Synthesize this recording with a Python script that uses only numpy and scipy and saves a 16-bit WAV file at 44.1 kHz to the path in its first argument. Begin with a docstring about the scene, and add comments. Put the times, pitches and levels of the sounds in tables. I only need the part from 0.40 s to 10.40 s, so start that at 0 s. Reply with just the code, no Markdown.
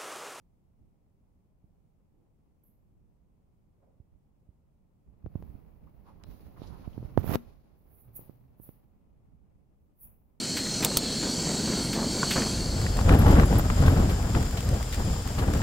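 """Small tiled bathroom. A cat paws at a plastic toilet seat: a few thin, very high friction swipes,
prolonged by the tiles. Midway the hand holding the phone shifts its grip: fingers rub and bump the
case, and one slides over the right microphone port and snaps off. Low room hum underneath."""
import sys
import numpy as np
from scipy import signal
from scipy.fft import rfft, irfft
from scipy.io import wavfile

SR = 44100
rng = np.random.default_rng(int(sys.argv[2]) if len(sys.argv) > 2 else 0)


def unload_audio(sound):
    """Save the sound as a 16-bit wav file, at the path given as the first command line argument."""
    columns = np.transpose(np.atleast_2d(sound))
    # keep every value between -1 and 1, then stretch to whole-number steps
    steps = np.round(np.clip(columns, -1, 1) * 32767)
    wavfile.write(sys.argv[1], SR, steps.astype(np.int16))


N = 441000
TIME = np.arange(N) / SR
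LIGHT_DB, FIRM_DB = -66, -49.5  # hand effort in a light and a firm grip
# hand effort, as case rumble: (time [s], level [dB])
HAND_EFFORT = [(0, -72.5), (3.3, -70), (4.55, -71), (4.78, -61), (5.02, -47.5), (5.35, -54.5), (5.78, -51),
               (6.0, -49.5), (6.65, -43.5), (6.98, -50.5), (7.22, -60), (7.8, -55), (8.1, -58.5),
               (8.9, -64), (9.45, -67.5), (10, -65.5)]
# case rumble spectrum: (frequency [Hz], gain [dB])
RUMBLE_SPECTRUM = [(20, -6.5), (35, 0.5), (60, 4.5), (120, -4.5), (200, -6.5), (300, -16.5), (500, -33.5),
                   (1000, -68)]


def paw():
    """Pad and claws skim the seat with a thin hiss and stir its dull body; a caught claw rings."""
    # swipes, the faint long ones light drags: (time [s], level [dB], rise [s], fall [s], L-R [dB])
    swipes = [(5.04, -74, .13, .28, 1), (5.6, -86, .2, .3, 2), (5.92, -69.5, 0.06, 0.23, -4),
              (6.7, -74, .4, .35, 1), (7.39, -77, 0.026, 0.044, -5), (7.54, -67, 0.041, .039, -10),
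              (7.615, -58.5, 0.063, 0.031, -9), (7.768, -36.5, 0.01, .0021, -15),
              (7.773, -45, 0.015, .02, 4), (8.24, -49.5, .025, 0.044, -2.5),
              (9.451, -85.5, 0.077, 0.029, 1.5), (9.62, -49.5, 0.0082, 0.0079, -2.5),
              (9.644, -47.5, .028, .028, -1)]
    # claw catch, then skid: (time [s], level [dB], rise [s], fall [s], L-R [dB])
    claw_strokes = [(2.238, -58, 0.0016, .004, -5), (2.26, -65.5, .012, 0.044, -7)]
    # spectra of swipe hiss, claw ring, seat body: (frequency [Hz], gain [dB])
    swipe_spectrum = [(1500, -55), (2700, -43), (5000, -40), (8000, -35), (9300, -26), (10100, -7),
                      (12000, -6), (14000, -2.5), (15500, 1), (17000, -20)]
    claw_spectrum = [(8000, -45), (10000, -22), (11200, -5), (12000, 3), (13200, -9), (15500, -12),
                     (17000, -30)]
    seat_spectrum = [(25, -8), (60, -1), (160, -1), (350, -12), (900, -18), (1600, -29), (2600, -28),
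                     (4500, -50)]
    seat_decay_s = .05
    grain = slips(rate_hz=18000, spread_db=3.5, shared=.18)
    envelope = strokes(swipes)
    skim = envelope * colour(grain, swipe_spectrum)
    claw = strokes(claw_strokes) * colour(grain, claw_spectrum)
    pole = np.exp(-1 / (seat_decay_s * SR))
    body_envelope = signal.lfilter([1 - pole], [1, -pole], envelope)
    body = body_envelope * colour(slips(rate_hz=4000, spread_db=2.5, shared=.34), seat_spectrum)
    return (skim + claw) * undb(1.1 * wander(90)) + undb(-9) * body


def port_slide():
    """A finger lands on the right port, skids, sticks, speeds up evenly and lifts; faster is louder."""
    # spectra of scrape, scrape through the case, port hiss: (frequency [Hz], gain [dB])
    near_spectrum = [(150, 1), (400, 4), (700, -4), (1100, -9), (2500, -16.5), (4200, -23.5), (6000, -26),
                     (8300, -37), (11000, -42)]
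    far_spectrum = [(200, -6), (500, -2.5), (850, -1), (1300, -6), (2000, -20), (3000, -35), (4500, -42),
                    (9000, -56)]
    hiss_spectrum = [(7000, -36), (9000, -20), (10500, -6.5), (12300, 0), (14000, -1.5), (15600, -2.5),
                     (17000, -17.5)]
    land_s, stick_s, restart_s, lift_s = 6.776, 6.81, 6.826, 6.956
    attack_s, release_s = .003, .004
    skid_speed, creep_speed = .08, .02  # lift-off = 1
    touch = np.exp(np.minimum(TIME - land_s, 0) / attack_s - np.maximum(TIME - lift_s, 0) / release_s)
    ramp = np.clip((TIME - restart_s) / (lift_s - restart_s), creep_speed, 1)
    speed = np.where(TIME < stick_s, skid_speed, ramp)
    grain = slips(rate_hz=15000, spread_db=2.5, shared=.067)
    near = colour(grain[1], near_spectrum)
    far = undb(-8.5) * colour(grain[0], far_spectrum)
    scrape = undb(-26 - 22 * (1 - speed) + 2.2 * wander(300)) * np.array([far, near])
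    hiss = undb([[-60], [-40]]) * speed ** .8 * colour(grain, hiss_spectrum)
    judder = slips(rate_hz=620, spread_db=3.5, shared=.1)
    rumble = undb([[-51], [-33]]) * colour(judder, RUMBLE_SPECTRUM)
    return touch * (scrape + hiss + rumble)


def case_knocks():
    """Soft finger bumps and dry clicks of nail or case; skin rounds a blow more than nail."""
    # blows on the case: (time [s], left peak [dB], right peak [dB], contact [ms])
    bumps = [(1.242, -58, -48.5, 1.3), (3.6016, -50, -40, 1.85), (4.09, -49.5, -41, 2.8),
             (4.8439, -44, -29, 2.8), (4.8623, -27, -40, 0.37), (4.8684, -37, -30, 2.6),
             (4.9558, -34, -19, 0.88), (5.0254, -35, -37.5, .28), (5.035, -52, -32, 2.6),
             (6.219, -40, -26.5, 0.41), (6.4767, -39.5, -23.5, 0.85), (6.5791, -40, -23, .62),
             (6.6286, -30.5, -35, 0.5), (6.6502, -43, -24, 3.7), (6.7764, -20.5, -2.3, .27),
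             (6.784, -43.5, -14, 3.4), (6.8433, -44, -19, 0.34), (6.8945, -38.5, -15.5, .8),
             (6.9103, -30.5, -22, 0.22), (6.9181, -40, -19.5, .6), (6.9564, -10, -27.5, 0.25),
             (7.7934, -55, -33.5, 0.41), (7.8959, -60, -32, 0.51), (8.1996, -61, -36.5, 0.56),
             (8.2914, -58, -32.5, 0.47)]
    clicks = [(4.8623, -67, -49, .05), (5.0254, -57, -50, .03), (5.8377, -62, -32, .025),
              (5.8435, -40.5, -50, 0.18), (6.7758, -43, -24, .045), (6.9562, -15.5, -27.5, .035),
              (8.2914, -70, -50, .05)]
    return blows(bumps, rounding_ms=.16) + blows(clicks, rounding_ms=.014)


def blows(table, rounding_ms):
    """Press and release; the port passes no steady pressure, so each pulse swings back."""
    leak_hz, leak_q = 82.5, 1.3
    rebound, rebound_lag = .23, 2.6  # share of force; contact lengths
    omega = 2 * np.pi * leak_hz
    port_highpass = signal.bilinear([1, 0, 0], [1, omega / leak_q, omega ** 2], SR)
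    lead = round(.06 * SR)
    t_ms = np.arange(-lead, 4 * lead) * 1000 / SR
    out = np.zeros((2, N))
    for time_s, left_db, right_db, contact_ms in table:
        u = t_ms / contact_ms
        softness = rounding_ms / contact_ms + .1
        force = rebound * contact_force(u - rebound_lag, softness) - contact_force(u, softness)
        thump = signal.lfilter(*port_highpass, force)
        start = int(time_s * SR) - lead
        out[:, start:start + len(t_ms)] += undb([[left_db], [right_db]]) * thump / np.abs(thump).max()
    return out


def contact_force(u, softness):
    """Force peak with a rounded tip; u is time in contact lengths."""
    return np.exp(.85 * (softness - np.hypot(u, softness)))


def case_ring():
    """The case rings briefly as the finger snaps off, mainly at the left port."""
    # case modes: (onset [s], frequency [Hz], level [dB], T60 [s])
    modes = [(6.9577, 235, -31.5, 0.23), (6.9556, 120, -31, 0.044)]
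    out = 0
    for onset_s, hz, db, t60_s in modes:
        t = np.clip(TIME - onset_s, 0, 1)
        out += undb(db - 60 * t / t60_s) * np.sin(2 * np.pi * hz * t)
    return out * undb([[0], [-24]])


def grip_rumble():
    """Creeping fingers shake the case; a firmer grip bears more on the right port."""
    # small grip shifts: (time [s], level [dB], rise [s], fall [s], L-R [dB])
    shifts = [(.41, -57.5, .025, .04, -8), (1.3, -68, .05, .1, -4), (2.58, -64, 0.17, 0.14, -3),
              (3.76, -63, 0.054, 0.033, -6), (4.69, -54, 0.018, 0.032, -7),
              (5.02, -46.5, 0.055, 0.049, -10), (5.16, -48, 0.028, 0.032, -12),
              (5.44, -54.5, 0.022, .03, -11), (5.89, -48, 0.031, 0.029, -12), (6.07, -52, .015, .02, -12),
              (6.3, -49, 0.09, .1, -13), (6.8, -34, .02, .08, -19), (8.95, -64, 0.18, 0.17, -5),
              (9.66, -57, 0.041, 0.055, -10)]
    hand_db = effort_db()
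    lean_db = np.interp(hand_db, [LIGHT_DB, FIRM_DB], [5, 12])
    rumble = colour(slips(rate_hz=390, spread_db=2.5, shared=.1), RUMBLE_SPECTRUM)
    envelope = undb(np.array([hand_db - lean_db, hand_db]) + wander(11))
    return (envelope + strokes(shifts)) * rumble


def skin_rub():
    """Skin drags on the case: dull rustle and fine hiss, both growing with effort and with each wipe."""
    # quick finger wipes: (time [s], level [dB], rise [s], fall [s], L-R [dB])
    wipes = [(5.68, -76.5, .02, .03, -11), (5.91, -68, .025, 0.061, -16), (6.06, -74, .04, 0.033, -15),
             (6.235, -64.5, 0.036, .12, -16), (6.45, -77.5, .02, 0.22, -14), (7.05, -78.5, 0.061, .2, -2),
             (7.84, -81, .08, 0.092, -7), (8.26, -79, 0.028, .06, -10.5)]
    # spectra of rustle and hiss: (frequency [Hz], gain [dB])
    rustle_spectrum = [(120, -6.5), (250, 0.5), (400, -0.5), (700, -5.5), (1100, -11.5), (1600, -21.5),
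                       (2600, -23.5), (4000, -41), (8000, -56)]
    hiss_spectrum = [(800, -13), (1600, 1), (2600, -2.5), (4400, 0), (6500, -7.5), (8000, -20),
                     (9200, -19.5), (10700, -1), (13000, -12), (15600, -17)]
    hand_db, wipe_gain = effort_db(), strokes(wipes)
    over_firm_db = hand_db - FIRM_DB
    pan_db = np.interp(hand_db, [LIGHT_DB, FIRM_DB], [4, 1.5])
    sides = undb([pan_db / 2, -pan_db / 2])
    rustle_gain = undb(-62.5 + .91 * over_firm_db) + undb(7) * wipe_gain.mean(axis=0)
    hiss_gain = undb(-83 + 1.15 * over_firm_db) * pan(-6.5) + wipe_gain
    rustle = colour(slips(rate_hz=2500, spread_db=4, shared=.15), rustle_spectrum)
    hiss = colour(slips(rate_hz=7000, spread_db=1.5, shared=.05), hiss_spectrum)
    return undb(1.9 * wander(75)) * (rustle_gain * sides * rustle + hiss_gain * hiss)


def skin_scuffs():
    """Quick fingertip drags, one broad resonance each; the shortest are dry cracks."""
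    # scuffs: (time [s], level [dB], half length [s], resonance [Hz], L-R [dB])
    drags = [(1.79, -70, .05, 300, -3), (3.435, -69.5, 0.013, 650, -1), (3.48, -68.5, .06, 520, -4),
             (5.475, -64.5, .0057, 990, 3), (5.685, -58.5, .023, 950, -3), (5.82, -62.5, .012, 950, -1),
             (5.839, -51.5, 0.00082, 4030, -22), (6.174, -57.5, 0.0091, 1100, -3.5),
             (6.233, -61, .014, 3700, -18), (6.24, -55, .014, 850, -5), (6.276, -61, .007, 4900, -20),
             (6.339, -56.5, .028, 950, -3), (6.447, -56, .012, 999, -2), (6.453, -64, .008, 2500, -9),
             (6.533, -64.5, .004, 2994, -9), (7.767, -66, .005, 7300, -24)]
    grain = slips(rate_hz=41000, spread_db=1.5, shared=.3)
    out = np.zeros((2, N))
    for time_s, db, half_s, hz, pan_db in drags:
        swell = .5 ** np.minimum(((TIME - time_s) / half_s) ** 2, 100)
        out += undb(db) * swell * pan(pan_db) * resonate(grain, hz, width_hz=.43 * hz)
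    return out


def drone():
    """A narrow, wavering low tone swells twice."""
    # swells: (time [s], level [dB], rise [s], fall [s], L-R [dB])
    swells = [(6.58, -43.5, 0.036, .13, -3.5), (7.68, -56, 0.032, 0.38, -3.5)]
    noise = ports(rng.standard_normal((3, N)), shared=1)
    return strokes(swells) * resonate(noise, hz=124, width_hz=24)


def room_hum():
    """Steady low air noise of the house, more alike at both ports in the bass."""
    # hum spectrum: (frequency [Hz], gain [dB])
    spectrum = [(15, -31.5), (25, -3), (43, -6), (188, -9.5), (289, -18.5), (871, -27.5), (1660, -43),
                (2170, -41.5), (3930, -47.5), (12800, -47.5), (15500, -47)]
    noise = rng.standard_normal((3, N))
    shared_bass = signal.sosfilt(signal.butter(2, 400, fs=SR, output="sos"), noise[2])
    return undb(-67 + .5 * wander(12)) * colour(noise[:2] + 1.1 * shared_bass, spectrum)


def tile_reverb(x, early_t60_s, late_t60_s, late_db):
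    """Tile reflections: a quick dense decay plus a weak long one, each side fed by the other."""
    t = TIME[:SR]
    decay = undb(-60 * t / early_t60_s) + undb(late_db - 60 * t / late_t60_s)
    response = rng.standard_normal((2, SR)) * decay * (t > .004)
    response /= np.sqrt(np.sum(response ** 2, axis=1, keepdims=True))
    return signal.fftconvolve(x[::-1], response, axes=1)[:, :N]


def slips(rate_hz, spread_db, shared):
    """Friction: random stick-slip clicks of uneven size at both ports."""
    size = undb(spread_db * np.minimum(rng.exponential(size=(3, N)), 4))
    sign = rng.choice([-1, 1], (3, N))
    slipping = rng.random((3, N)) < rate_hz / SR
    return ports(size * sign * slipping, shared)


def ports(x, shared):
    """Stereo from three independent signals; the third supplies the shared fraction of power."""
    return np.sqrt(1 - shared) * x[:2] + np.sqrt(shared) * x[2]


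def strokes(table):
    """Stereo envelope of strokes that swell and die away."""
    out = 0
    for time_s, db, rise_s, fall_s, pan_db in table:
        t = TIME - time_s
        exponent = np.where(t < 0, np.abs(t / rise_s) ** 1.22, t / fall_s)
        out += undb(db) * pan(pan_db) * np.exp(-exponent)
    return out


def effort_db():
    """Hand effort per sample."""
    return np.interp(TIME, *np.transpose(HAND_EFFORT))


def wander(rate_hz):
    """Random drift, spread near 1."""
    return np.interp(TIME * rate_hz, np.arange(4000), rng.standard_normal(4000))


def colour(x, spectrum):
    """Filter by (Hz, dB) points; rms 1."""
    hz, db = np.transpose(spectrum)
    bin_hz = np.maximum(np.arange(N // 2 + 1) * SR / N, 1)
    gain = undb(np.interp(np.log(bin_hz), np.log(hz), db))
    return unit_rms(irfft(rfft(x) * gain, N))


def resonate(x, hz, width_hz):
    """Resonator applied twice for steep skirts; rms 1."""
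    b, a = signal.iirpeak(hz, hz / width_hz, SR)
    return unit_rms(signal.lfilter(b, a, signal.lfilter(b, a, x)))


def pan(db):
    """Constant-power gains for an L-R difference."""
    return unit_rms(undb([[db / 2], [-db / 2]]))


def unit_rms(x):
    return x / np.sqrt(np.mean(x ** 2))


def undb(db):
    return 10 ** (np.asarray(db) / 20)


def scene():
    """Cat and skin noise excite the room; slide and knocks are mostly direct."""
    cat = paw()
    skin = skin_rub() + skin_scuffs()
    slide = port_slide()
    knocks = case_knocks() + case_ring()
    airborne = undb(-10) * (cat + skin)
    airborne += undb(-16.5) * slide.mean(axis=0) + undb(-29.5) * knocks.mean(axis=0)
    room = tile_reverb(airborne, early_t60_s=.24, late_t60_s=1.1, late_db=-20)
    handling = undb(-1.5) * skin + slide + knocks + grip_rumble()
    return undb(-3.5) * cat + handling + drone() + room + room_hum()


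def record(dry):
    """The phone's steep low-pass."""
    cutoff_hz = 15750
    return signal.sosfilt(signal.ellip(10, .2, 70, cutoff_hz, fs=SR, output="sos"), dry)


dry = scene()
out = record(dry)
unload_audio(out)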